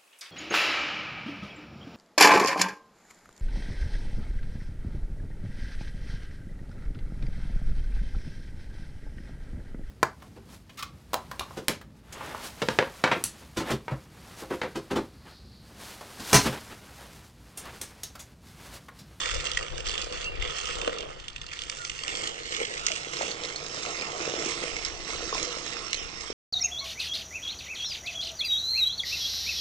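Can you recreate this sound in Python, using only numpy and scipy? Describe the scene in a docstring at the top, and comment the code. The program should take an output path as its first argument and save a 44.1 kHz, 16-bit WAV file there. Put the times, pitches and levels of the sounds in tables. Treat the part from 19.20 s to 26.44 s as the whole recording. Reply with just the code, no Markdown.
"""A burst of rain patters on a large metal sheet, close to a stereo microphone outdoors. Dense small drops
splat and come in lashes, larger ones drum the sheet's resonances, and single drops ping or thud, with
a slap off a nearby wall. The rain drifts from the side towards the front. Wind rumbles on the
microphone ports, a few thin chirps pass over a faint wash and hum, and everything stops abruptly."""
import sys
import numpy as np
from scipy import signal
from scipy.fft import rfft, irfft, next_fast_len
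from scipy.io import wavfile
from scipy.ndimage import uniform_filter1d, map_coordinates

SR = 44100
rng = np.random.default_rng(int(sys.argv[2]) if len(sys.argv) > 2 else 0)


def wrap_up_sound(samples):
    """Save the sound to the file named by the first command line argument, as 16-bit audio."""
    columns = np.atleast_2d(samples).T
    # keep every value between -1 and 1, then stretch to whole-number steps
    tamed = np.clip(columns, -1, 1)
    steps = np.round(tamed * 32767).astype(np.int16)
    wavfile.write(sys.argv[1], SR, steps)


N = 319398
TIME = np.arange(N) / SR
STOP_S = 7.13

# spectrum of the open air around the microphone: f/Hz, level/dB
AIR_SPECTRUM = [(30, 5), (90, 1.5), (140, -4.5), (190, -2), (250, -7), (330, -5), (600, -13), (1500, -11),
                (8000, -30.5)]
# a low hum that swells and fades: t/s, level/dB
HUM_LEVEL = [(0, -74), (.25, -54.5), (.55, -49), (.7, -61), (1.1, -59), (1.8, -62.5), (2.3, -58.5),
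             (3, -62.5), (5, -61), (7.1, -74)]
# wind on the microphone: t/s, level/dB
WIND_LEVEL = [(0.0, -41.5), (0.9, -41.5), (1.02, -39.5), (1.14, -30.5), (1.22, -41), (1.6, -46.5),
              (2.2, -52), (3.7, -58), (5.3, -59), (5.85, -44), (6.4, -51.5), (7.1, -47)]
# spectrum of the wind's rumble at the ports: f/Hz, level/dB
WIND_SPECTRUM = [(10, -14), (30, 0.5), (55, -5), (90, -14.5), (150, -28), (400, -60.5), (1500, -100)]
# thin chirps: t/s, length/s, start f/Hz, middle f/Hz, end f/Hz, level/dB
CHIRPS = [(1.036, .062, 2560, 2760, 2670, -31), (1.09, .04, 2750, 2750, 2730, -42),
          (1.11, .07, 2560, 2330, 2290, -44), (2.575, .095, 1480, 1405, 1330, -40.5),
          (6.757, .055, 3100, 3060, 2970, -38.5), (6.808, .038, 2970, 2850, 2730, -38.5)]

# where the rain strikes: t/s, right-channel lag of patter/ms, of drumming/ms, turn (side 0, front 1)
RAIN_BEARING = [(0, 0.52, 0.62, 0.011), (2.7, 0.48, 0.57, 0.17), (4.3, 0.27, 0.32, 0.67),
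                (5.2, 0.29, 0.28, 0.9), (6, 0.24, 0.21, 0.9), (7.1, 0.26, 0.3, 0.99)]
# lashes of rain thrown against the sheet: t/s, length/s, level/dB
RAIN_LASHES = [(0, 0.073, -41.5), (0.223, 0.044, -30.5), (0.636, 0.11, -32.5), (0.763, 0.11, -34.5),
               (0.908, 0.14, -34.5), (1.206, 0.38, -34), (2.313, 0.11, -43.5), (2.86, 0.24, -36),
               (3.297, 0.12, -35.5), (3.558, 0.23, -35), (3.918, 0.17, -32.5), (4.218, 0.059, -37),
               (4.49, 0.21, -37), (5.154, 0.28, -36), (5.862, 0.4, -39)]
# steady fall of large drops: t/s, level/dB
LARGE_DROP_LEVEL = [(0.0, -40.5), (0.5, -41.5), (1.15, -42), (1.55, -40.5), (1.7, -34.5), (1.85, -40.5),
                    (2.1, -56), (2.8, -50.5), (2.95, -40.5), (3.02, -37), (3.2, -47), (3.85, -46.5),
                    (4.05, -39), (4.35, -42.5), (4.75, -40.5), (5.2, -38.5), (5.7, -45.5), (6.2, -43.5),
                    (6.8, -48), (7.1, -50.5)]
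# modes of the wet sheet, to the side of the microphone and in front: f/Hz, width/Hz, level/dB
SIDE_MODES = [(144, 73, -13), (348, 120, -6.5), (494, 59, 4), (700, 220, -6), (1270, 500, -9)]
FRONT_MODES = [(144, 72, -11.5), (329.7, 57, -3), (466, 46, 3), (678, 167, -3), (1280, 460, -6.5)]
# the loudest heavy drops that flex the sheet: t/s, level/dB, f/Hz, t60/s, relative clang/dB
HEAVY_DROPS = [(1.676, -25, 458, 0.086, 21), (3.403, -27, 480, 0.084, -9), (3.414, -18.5, 478, 0.042, -12),
               (3.479, -33, 433, 0.081, -21), (3.511, -30, 500, 0.036, -14), (3.546, -32, 484, 0.052, -18),
               (3.704, -29, 646, 0.07, -16), (3.869, -24, 453, 0.015, -13), (4.0095, -18.5, 560, 0.024, 8),
               (4.030, -26, 600, 0.021, 3), (4.677, -43, 468, 0.024, -15), (4.791, -33, 470, 0.037, -14),
               (5.002, -28, 336, 0.064, 14), (5.076, -19.5, 510, 0.021, -4), (5.138, -18, 480, 0.013, -2),
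               (5.181, -27, 334, 0.047, -11), (5.196, -26, 443, .04, -12), (5.261, -19, 366, 0.02, -15),
               (5.418, -34, 400, 0.023, 5), (5.436, -21.5, 490, 0.027, 3), (5.950, -29, 477, 0.043, -12),
               (6.025, -27.5, 470, 0.042, -9), (6.126, -28, 447, 0.056, 5),
               (6.127, -18.5, 1095, 0.034, -12), (6.152, -24, 1020, 0.036, 1), (6.176, -29, 633, 0.034, -9),
               (6.226, -30, 494, 0.063, -17), (6.274, -30.5, 489, 0.09, -17), (6.369, -28, 523, 0.029, -19),
               (7.101, -19.5, 434, 0.016, -21)]
# the loudest drops near the microphone; a few rows sound shortly after louder ones: t/s, level/dB, f/Hz, #
# contact hardness/dB, ring t60/s
NEAR_DROPS = [(.035, -20.5, 2770, -7, .015), (.058, -14, 2304, 2, 0.013), (.090, -19, 3420, 0.5, 0.019),
              (.1437, -20.5, 2170, 5, 0.0089), (.200, -22, 2600, 0.5, 0.013), (.254, -18.5, 3240, 0, 0.014),
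              (.269, -15.5, 3020, -9, 0.014), (.296, -23.5, 2190, 3, 0.012),
              (.316, -17.5, 3300, 7.5, 0.0083), (.348, -20.5, 3260, -4, 0.013),
              (.372, -8, 1913, -4.5, 0.021), (.4275, -19, 2820, -2, 0.012), (.580, -21, 1600, 6, .014),
              (.604, -21, 2770, -5, .02), (.668, -16.5, 3210, 3.5, 0.0099), (.676, -22, 3580, 9.5, .01),
              (.686, -18, 4600, -1, .012), (.694, -19, 3100, 2.5, .012), (.715, -20.5, 3010, 6.5, 0.01),
              (.7404, -19.5, 2990, -6, 0.013), (.7785, -11, 2980, -7, 0.0087), (.795, -28.5, 3960, 1, 0.01),
              (.816, -17.5, 4750, 3, .012), (.821, -23.5, 3420, 5, 0.0087), (.843, -22.5, 4810, -2.5, .015),
              (.924, -21, 3240, 2, 0.011), (.973, -23.5, 3280, -3, 0.012), (1.043, -21.5, 4500, -5.5, .015),
              (1.153, -30, 2660, -11.5, 0.031), (1.198, -24, 2770, -9.5, 0.016),
              (1.2215, -18, 2080, -6.5, 0.025), (1.2245, -19, 2920, -1, .015), (1.277, -26, 3400, 6, .015),
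              (1.308, -22, 3430, -2, .015), (1.508, -21.5, 2210, -1, 0.025),
              (1.615, -16.5, 2720, -0.5, 0.017), (1.676, -13.5, 2760, -9.5, .015),
              (1.785, -20.5, 3500, 3.5, 0.0084), (1.807, -23, 3460, 1.5, 0.017),
              (1.999, -27.5, 3440, -1, 0.011), (2.082, -17, 3280, -2.5, 0.0088),
              (2.1615, -21, 2690, -6, .018), (2.215, -23, 3470, -2, 0.019), (2.265, -26, 4320, 0.5, 0.0083),
              (2.315, -24.5, 2480, -5, .02), (2.334, -21, 1900, 4, 0.0088), (2.390, -20, 3420, -4, .018),
              (2.419, -21, 3350, 6.5, .015), (2.436, -27, 3010, 5, .008), (2.498, -17, 2240, 8, 0.0089),
              (2.650, -18.5, 2200, 7, 0.0088), (2.697, -18, 2900, 3, 0.013), (2.750, -29, 2650, -2, 0.018),
              (2.790, -22, 2790, -1, .015), (2.836, -22, 4630, -1, 0.014), (2.880, -14.5, 2850, 4, 0.012),
              (2.9523, -18, 3340, 2.5, .015), (3.012, -29, 2220, 2, .015), (3.074, -17.5, 3410, 5, 0.011),
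              (3.193, -31, 3000, -5, 0.013), (3.324, -19, 3070, -2.5, 0.0084),
              (3.348, -17.5, 3490, 0, 0.014), (3.366, -22.5, 2920, 9, 0.011),
              (3.432, -20.5, 3310, 4, 0.024), (3.4515, -18.5, 3300, 6.5, 0.013),
              (3.570, -21, 2090, -6, .025), (3.5783, -24.5, 2560, 9, .012), (3.6656, -4, 6610, 0, 0.0064),
              (3.684, -16.5, 2130, -4, 0.02), (3.718, -15, 2700, 8.5, 0.0082), (3.756, -25, 2090, 10, .01),
              (3.969, -21, 4110, 5, .01), (4.115, -18, 4330, -0.5, .015), (4.2365, -18.5, 3880, 4, 0.0087),
              (4.250, -21, 4220, 2, 0.014), (4.360, -20, 4360, -12.5, 0.039), (4.4643, -22, 5010, 1, 0.011),
              (4.632, -19, 5270, -4, .015), (4.661, -21, 2600, 4.5, 0.02),
              (4.8115, -19.5, 4240, 2.5, 0.0058), (4.8205, -17.5, 2400, -0.5, 0.019),
              (5.196, -25.5, 5430, -1, 0.016), (5.2485, -22.5, 5760, -3.5, .018),
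              (5.566, -16.5, 2130, 2, 0.014), (5.6495, -14, 5160, -4.5, .018),
              (5.662, -19, 4060, 3, 0.0073), (5.903, -17.5, 2160, -1, 0.019), (5.9405, -23, 2200, -4, .018),
              (6.147, -17.5, 5320, 0, 0.011), (6.180, -18, 2420, -1, .015), (6.2285, -16, 5400, 4.5, 0.01),
              (6.7305, -10.5, 2840, 1.5, 0.016), (6.7443, -15, 4270, 1.5, .013),
              (7.009, -22.5, 5230, -2, .018)]
# steady fall of small drops: t/s, level/dB
SMALL_DROP_LEVEL = [(0.0, -29), (0.55, -41), (1.15, -41.5), (1.75, -35.5), (2.0, -46.5), (2.6, -39),
                    (3.2, -35.5), (3.45, -35.5), (3.65, -34), (4.4, -38.5), (4.78, -37), (5.0, -36.5),
                    (5.6, -38), (5.83, -40.5), (6.4, -36), (6.9, -41.5), (7.1, -39)]
# colour of the patter from the side and from the front: f/Hz, left level/dB, right level/dB
SIDE_COLOUR = [(925, -17.5, -5.5), (1265, -2, -2), (1644, -15, -18.5), (1844, -1.5, -6), (2600, -18.5, -5),
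               (2670, -15.5, 2), (3680, -15.5, 0.5), (3640, -14, -15), (4630, -0.5, -8), (5300, -30.5, 0),
               (6230, -8, -2.5), (8470, -12, -3), (8600, -28, -13.5)]
FRONT_COLOUR = [(830, -7.5, -16.5), (1338, -6.5, -2), (1570, -17.5, -10), (2150, -9.5, 3), (2660, -16, -7),
                (2800, -20, -7.5), (3700, -2, -2), (4030, -13.5, 0), (5300, -9, -7), (4860, -19.5, -8),
                (6630, -19.5, 4), (6500, -9, -2.5), (9000, -22, -7)]
# high modes of the sheet in front of the microphone: f/Hz, width/Hz, level/dB
SIZZLE_MODES = [(1091, 140, -1.5), (2685, 560, 2), (5426, 304, 6.5)]
# treble relative to the rest of the patter: t/s, level/dB
TREBLE_LEVEL = [(0, -1), (.4, -5.5), (.69, -3.5), (1.02, -4), (1.15, -19), (1.36, -2), (1.53, -2.5),
                (1.68, -9), (2.3, -7), (2.6, 2), (3.2, -3.5), (5.3, 1.5), (7.1, -1)]


def amp(db):
    """Decibels to gain."""
    return 10 ** (np.asarray(db) / 20)


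def unit(x):
    """Scale to rms 1."""
    return x / np.sqrt(np.mean(x ** 2) + 1e-20)


def curves(rows):
    """One value per sample for each column after the time."""
    times, *columns = np.transpose(rows)
    return [np.interp(TIME, times, column) for column in columns]


def gains(spectrum, hz):
    """Gain for each dB column of a spectrum, read on a log axis."""
    knots_hz, *columns = np.transpose(spectrum)
    return amp([np.interp(np.log(hz + 1), np.log(knots_hz), column) for column in columns])


def wobble(rate):
    """A smooth random curve, rate knots a second."""
    return map_coordinates(rng.standard_normal(int(N * rate / SR) + 4), [TIME * rate])


def filtered(x, response):
    """Filter x by a response given as a function of frequency."""
    size = 2 * next_fast_len((N + SR // 2) // 2)
    return irfft(rfft(x, size) * response(np.fft.rfftfreq(size, 1 / SR)), size)[..., :N]


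def above(hz, edge_hz, order=4):
    """Gain of a high-pass."""
    return np.sqrt(1 - 1 / (1 + (hz / edge_hz) ** (2 * order)))


def causal(gain):
    """The minimum-phase response with this gain: it rings only after a blow."""
    cepstrum = irfft(np.log(np.maximum(gain, 1e-5)))
    half = cepstrum.shape[-1] // 2
    fold = np.r_[1, np.full(half - 1, 2), 1, np.zeros(half - 1)]
    return np.exp(rfft(cepstrum * fold))


def resonances(modes, hz):
    """Response of a few damped modes; neighbours swing in opposite directions."""
    return sum((-1) ** k * amp(db) * 1j * hz * width / (centre ** 2 - hz ** 2 + 1j * hz * width)
               for k, (centre, width, db) in enumerate(modes))


def rings(starts, sizes, pitches, t60, samples):
    """One damped sine for each drop."""
    age = np.arange(samples) / SR
    decay = amp(-60 * age / np.reshape(t60, (-1, 1)))
    waves = sizes[:, None] * np.sin(2 * np.pi * pitches[:, None] * age) * decay
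    where = (starts * SR).astype(int)[:, None] + np.arange(samples)
    return np.bincount(where.ravel(), waves.ravel(), N)[:N]


def shower(rate, size_db, pitch_hz, octaves, cycles, samples):
    """Random drops, rate a second: many small, few large, each ringing briefly at its own pitch."""
    when, rank, up, down = rng.random((int(rate * N / SR), 4)).T
    sizes = amp(size_db * np.minimum(-np.log(1 - rank), 3.5)) * rng.choice([-1, 1], len(when))
    pitches = pitch_hz * 2 ** (octaves * (up - down))
    return unit(rings(when * N / SR, sizes, pitches, cycles / pitches, samples))


def stray_drops(level, rate, over_db, scatter_db, pitch_hz, octaves, bright_db):
    """Single drops at random times, sized by the rain's level: t/s, level/dB, f/Hz, brightness/dB."""
    when, size, pitch, bright = rng.random((int(rate * STOP_S), 4)).T
    starts = when * STOP_S
    db = 20 * np.log10(np.interp(starts, TIME, level)) + over_db + scatter_db * (2 * size - 1)
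    hz = pitch_hz * 2 ** (octaves * (2 * pitch - 1))
    return np.transpose([starts, db, hz, bright_db + scatter_db * (2 * bright - 1)])


def stereo_mic(x, lag_ms, splash_db, splash_t60):
    """A sound reaches the right capsule late and trails a noisy splash that differs left and right."""
    late = map_coordinates(x, [np.arange(N) - lag_ms * SR / 1000])
    energy_decay = amp(-120 / (splash_t60 * SR))
    trail = np.sqrt(np.abs(signal.lfilter([1 - energy_decay], [1, -energy_decay], x ** 2)))
    return np.array([x, late]) + amp(splash_db) * trail * rng.standard_normal((2, N))


def direction_colour(pair, low_cut_hz):
    """The treble takes the colour of the direction from which it meets the microphone."""
    turn = curves(RAIN_BEARING)[2]
    side = filtered(pair, lambda hz: causal(gains(SIDE_COLOUR, hz) * above(hz, low_cut_hz)))
    front = filtered(pair, lambda hz: causal(gains(FRONT_COLOUR, hz) * above(hz, low_cut_hz)))
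    return (1 - turn) * side + turn * front


def spot_colour(pair, depth_db):
    """Each spot on the sheet favours other pitches, so the colour keeps shifting."""
    spectra = signal.stft(pair, nperseg=512)[2]
    across_pitch = uniform_filter1d(rng.standard_normal(spectra.shape[1:]), size=4, axis=0)
    patches = uniform_filter1d(across_pitch, size=16, axis=1)
    return signal.istft(spectra * amp(depth_db * unit(patches)), nperseg=512)[1][:, :N]


def wall_slap(pair, echo_db):
    """Add one echo off a wall about three metres away; its delay varies a little from spot to spot."""
    delay_s = .0184 + .0003 * wobble(10)
    echo = np.array([np.interp(TIME - delay_s, TIME, channel, left=0) for channel in pair])
    return pair + amp(echo_db) * echo


def background():
    """A steady outdoor wash, much alike in both channels, with a narrow low hum."""
    noise = rng.standard_normal(N) + amp(-9.5) * rng.standard_normal((2, N))
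    wash = unit(filtered(noise, lambda hz: gains(AIR_SPECTRUM, hz)))
    hum_hz, width_hz = 143, 11
    hum = unit(filtered(rng.standard_normal(N), lambda hz: np.exp(-((hz - hum_hz) / width_hz) ** 2)))
    return amp(-53.5) * wash + amp(curves(HUM_LEVEL)[0]) * hum


def wind():
    """Wind softly buffets the microphone, mostly on the left port."""
    each_port = rng.standard_normal((2, N)) * amp([[0], [-17]])
    both_ports = amp(-20.5) * rng.standard_normal(N)
    rumble = unit(filtered(each_port + both_ports, lambda hz: gains(WIND_SPECTRUM, hz)))
    buffet_db = 4 * wobble(13)
    return amp(curves(WIND_LEVEL)[0] + buffet_db) * rumble


def chirps():
    """Faint whistles to the right, perhaps a small bird: each wavers along a short, curved glide."""
    song = np.zeros(N)
    fade_share = .27
    for start, length, start_hz, middle_hz, end_hz, db in CHIRPS:
        progress = np.clip((TIME - start) / length, 0, 1)
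        glide = np.polyval(np.polyfit([0, .5, 1], [start_hz, middle_hz, end_hz], 2), progress)
        hz = glide * (1 + .013 * wobble(400))
        shape = np.clip(np.minimum(progress, 1 - progress) / fade_share, 0, 1)
        song += amp(db + 2.2 * wobble(160)) * shape * np.sin(2 * np.pi * np.cumsum(hz) / SR)
    pair = stereo_mic(song, lag_ms=.26, splash_db=-14, splash_t60=.02)
    return wall_slap(pair, echo_db=-5) * amp([[-3], [1.5]])


def lashes():
    """Amplitude of the rain thrown against the sheet: each lash rises fast, holds, then dies away."""
    attack_s, release_s = .024, .026
    start, length, db = np.transpose(RAIN_LASHES)[:, :, None]
    age = TIME - start
    shape = np.clip(age / attack_s, 0, 1) * np.exp(-np.clip((age - length) / release_s, 0, 20))
    return np.linalg.norm(amp(db) * shape, axis=0)


def thuds(level):
    """Heavy drops flex the sheet: a dull ring under a short clang of its higher modes."""
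    strays = stray_drops(level, rate=3, over_db=5, scatter_db=4, pitch_hz=480, octaves=.2, bright_db=-11)
    strays = np.insert(strays, 3, .04, axis=1)  # t60/s
    starts, db, pitch_hz, t60, clang_db = np.vstack([HEAVY_DROPS, strays]).T
    hits = rings(starts, amp(db), pitch_hz, t60, samples=2500)
    for offset in rng.uniform(-1.1, 1, (6, len(starts))):
        mode_hz = 1050 * 2 ** (.9 * offset)
        sizes = amp(db + clang_db - 15.5) * rng.choice([-1, 1], len(starts))
        hits += rings(starts, sizes, mode_hz, t60=.018, samples=1500)
    pair = stereo_mic(hits, lag_ms=curves(RAIN_BEARING)[1], splash_db=-2, splash_t60=.03)
    pair = filtered(pair, lambda hz: causal(above(hz, 252) * (1 - above(hz, 1500, order=2) ** 2)))
    return wall_slap(pair, echo_db=-9)


def drumming(level):
    """Larger drops excite the sheet's broad, water-damped resonances; it booms deeper at the front."""
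    _, lag_ms, turn = curves(RAIN_BEARING)
    impacts = shower(rate=520, size_db=-.5, pitch_hz=1100, octaves=.68, cycles=1.1, samples=300)
    pair = stereo_mic(impacts, lag_ms, splash_db=5, splash_t60=.03)
    side = filtered(pair, lambda hz: resonances(SIDE_MODES, hz))
    front = filtered(pair, lambda hz: resonances(FRONT_MODES, hz))
    sheet = side + np.sqrt(turn) * (front - side)
    upper = filtered(sheet, lambda hz: above(hz, 377) ** 2)
    boom = amp(-4 + 9.9 * turn) * (sheet - upper)
    return level * unit(spot_colour(upper + boom, depth_db=2)) * amp([[-1], [.8]])


def pings(level):
    """Drops close to the microphone: a sharp contact, a metallic ring, then scattering droplets."""
    strays = stray_drops(level, rate=4, over_db=6.5, scatter_db=2, pitch_hz=3240, octaves=.7,
                         bright_db=0)
    strays = np.insert(strays, 4, .015, axis=1)  # t60/s
    starts, db, pitch_hz, hard_db, t60 = np.vstack([NEAR_DROPS, strays]).T
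    lag_ms = curves(RAIN_BEARING)[0]
    contact = rings(starts, amp(db + hard_db + 7), np.full(len(starts), 5000), t60=.0009, samples=200)
    ring = rings(starts, amp(db - 3.5), pitch_hz, t60, samples=1500)
    scatter_s = .0013 * 2 ** (-np.maximum(hard_db, -6) / 8)  # longer after a soft contact
    droplets = np.zeros(N)
    for delay, detune in rng.standard_normal((7, 2, len(starts))):
        landings = starts + scatter_s * np.minimum(np.abs(delay), 2)
        droplet_hz = pitch_hz * 2 ** (.1 + .42 * detune)
        droplets += rings(landings, amp(db - 10.5), droplet_hz, t60=.017, samples=700)
    splash = stereo_mic(contact + droplets, lag_ms, splash_db=-2, splash_t60=.024)
    tone = stereo_mic(ring, lag_ms, splash_db=-9, splash_t60=.018)
    tone = filtered(tone, lambda hz: causal(above(hz, 1600))) * amp([[-5], [0]])
    return wall_slap(direction_colour(splash, low_cut_hz=1400) + tone, echo_db=-11)


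def patter(level):
    """Small drops splat near and far; towards the front they merge into a metallic sizzle."""
    lag_ms, _, turn = curves(RAIN_BEARING)
    near = shower(rate=750, size_db=6, pitch_hz=4020, octaves=1.97, cycles=8.7, samples=500)
    far = shower(rate=3500, size_db=4, pitch_hz=3560, octaves=1.7, cycles=2.3, samples=100)
    impacts = amp(-1.2 * turn) * near + amp(turn) * far
    splats = stereo_mic(impacts, lag_ms, splash_db=2, splash_t60=.022)
    splats = direction_colour(splats, low_cut_hz=1040)
    # the finest drops keep the sheet's high resonances sounding
    fine = shower(rate=2500, size_db=3, pitch_hz=3600, octaves=2.17, cycles=1.4, samples=100)
    spray = stereo_mic(fine, lag_ms, splash_db=7, splash_t60=.02)
    sizzle = filtered(spray, lambda hz: resonances(SIZZLE_MODES, hz)) * amp([[-10], [3]])
    pair = unit(spot_colour(splats + turn ** 2 * sizzle, depth_db=2.5))
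    # the patter turns brighter and duller
    treble = filtered(pair, lambda hz: above(hz, 5040) ** 2)
    pair = pair - treble + amp(curves(TREBLE_LEVEL)[0]) * treble
    return wall_slap(level * pair, echo_db=-12)


def scene():
    """A steady fall and sudden lashes drive the patter and drumming; single drops stand out of both."""
    lash = lashes()
    flutter_db = .74 * wobble(14)  # chance unevenness of the fall
    small = np.hypot(amp(curves(SMALL_DROP_LEVEL)[0]), lash) * amp(flutter_db)
    large = np.hypot(amp(curves(LARGE_DROP_LEVEL)[0]), amp(-10.5) * lash)
    rain = patter(small) + drumming(large) + pings(small) + thuds(large)
    return rain + chirps() + wind() + background()


def record(dry):
    """The sound stops short, and a steep low-pass takes off the top of the treble."""
    fade_s, top_hz = .002, 8640
    gate = np.clip((STOP_S - TIME) / fade_s, 0, 1)
    return filtered(dry * gate, lambda hz: 1 - above(hz, top_hz, order=70) ** 2)


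dry = scene()
out = record(dry)
wrap_up_sound(out)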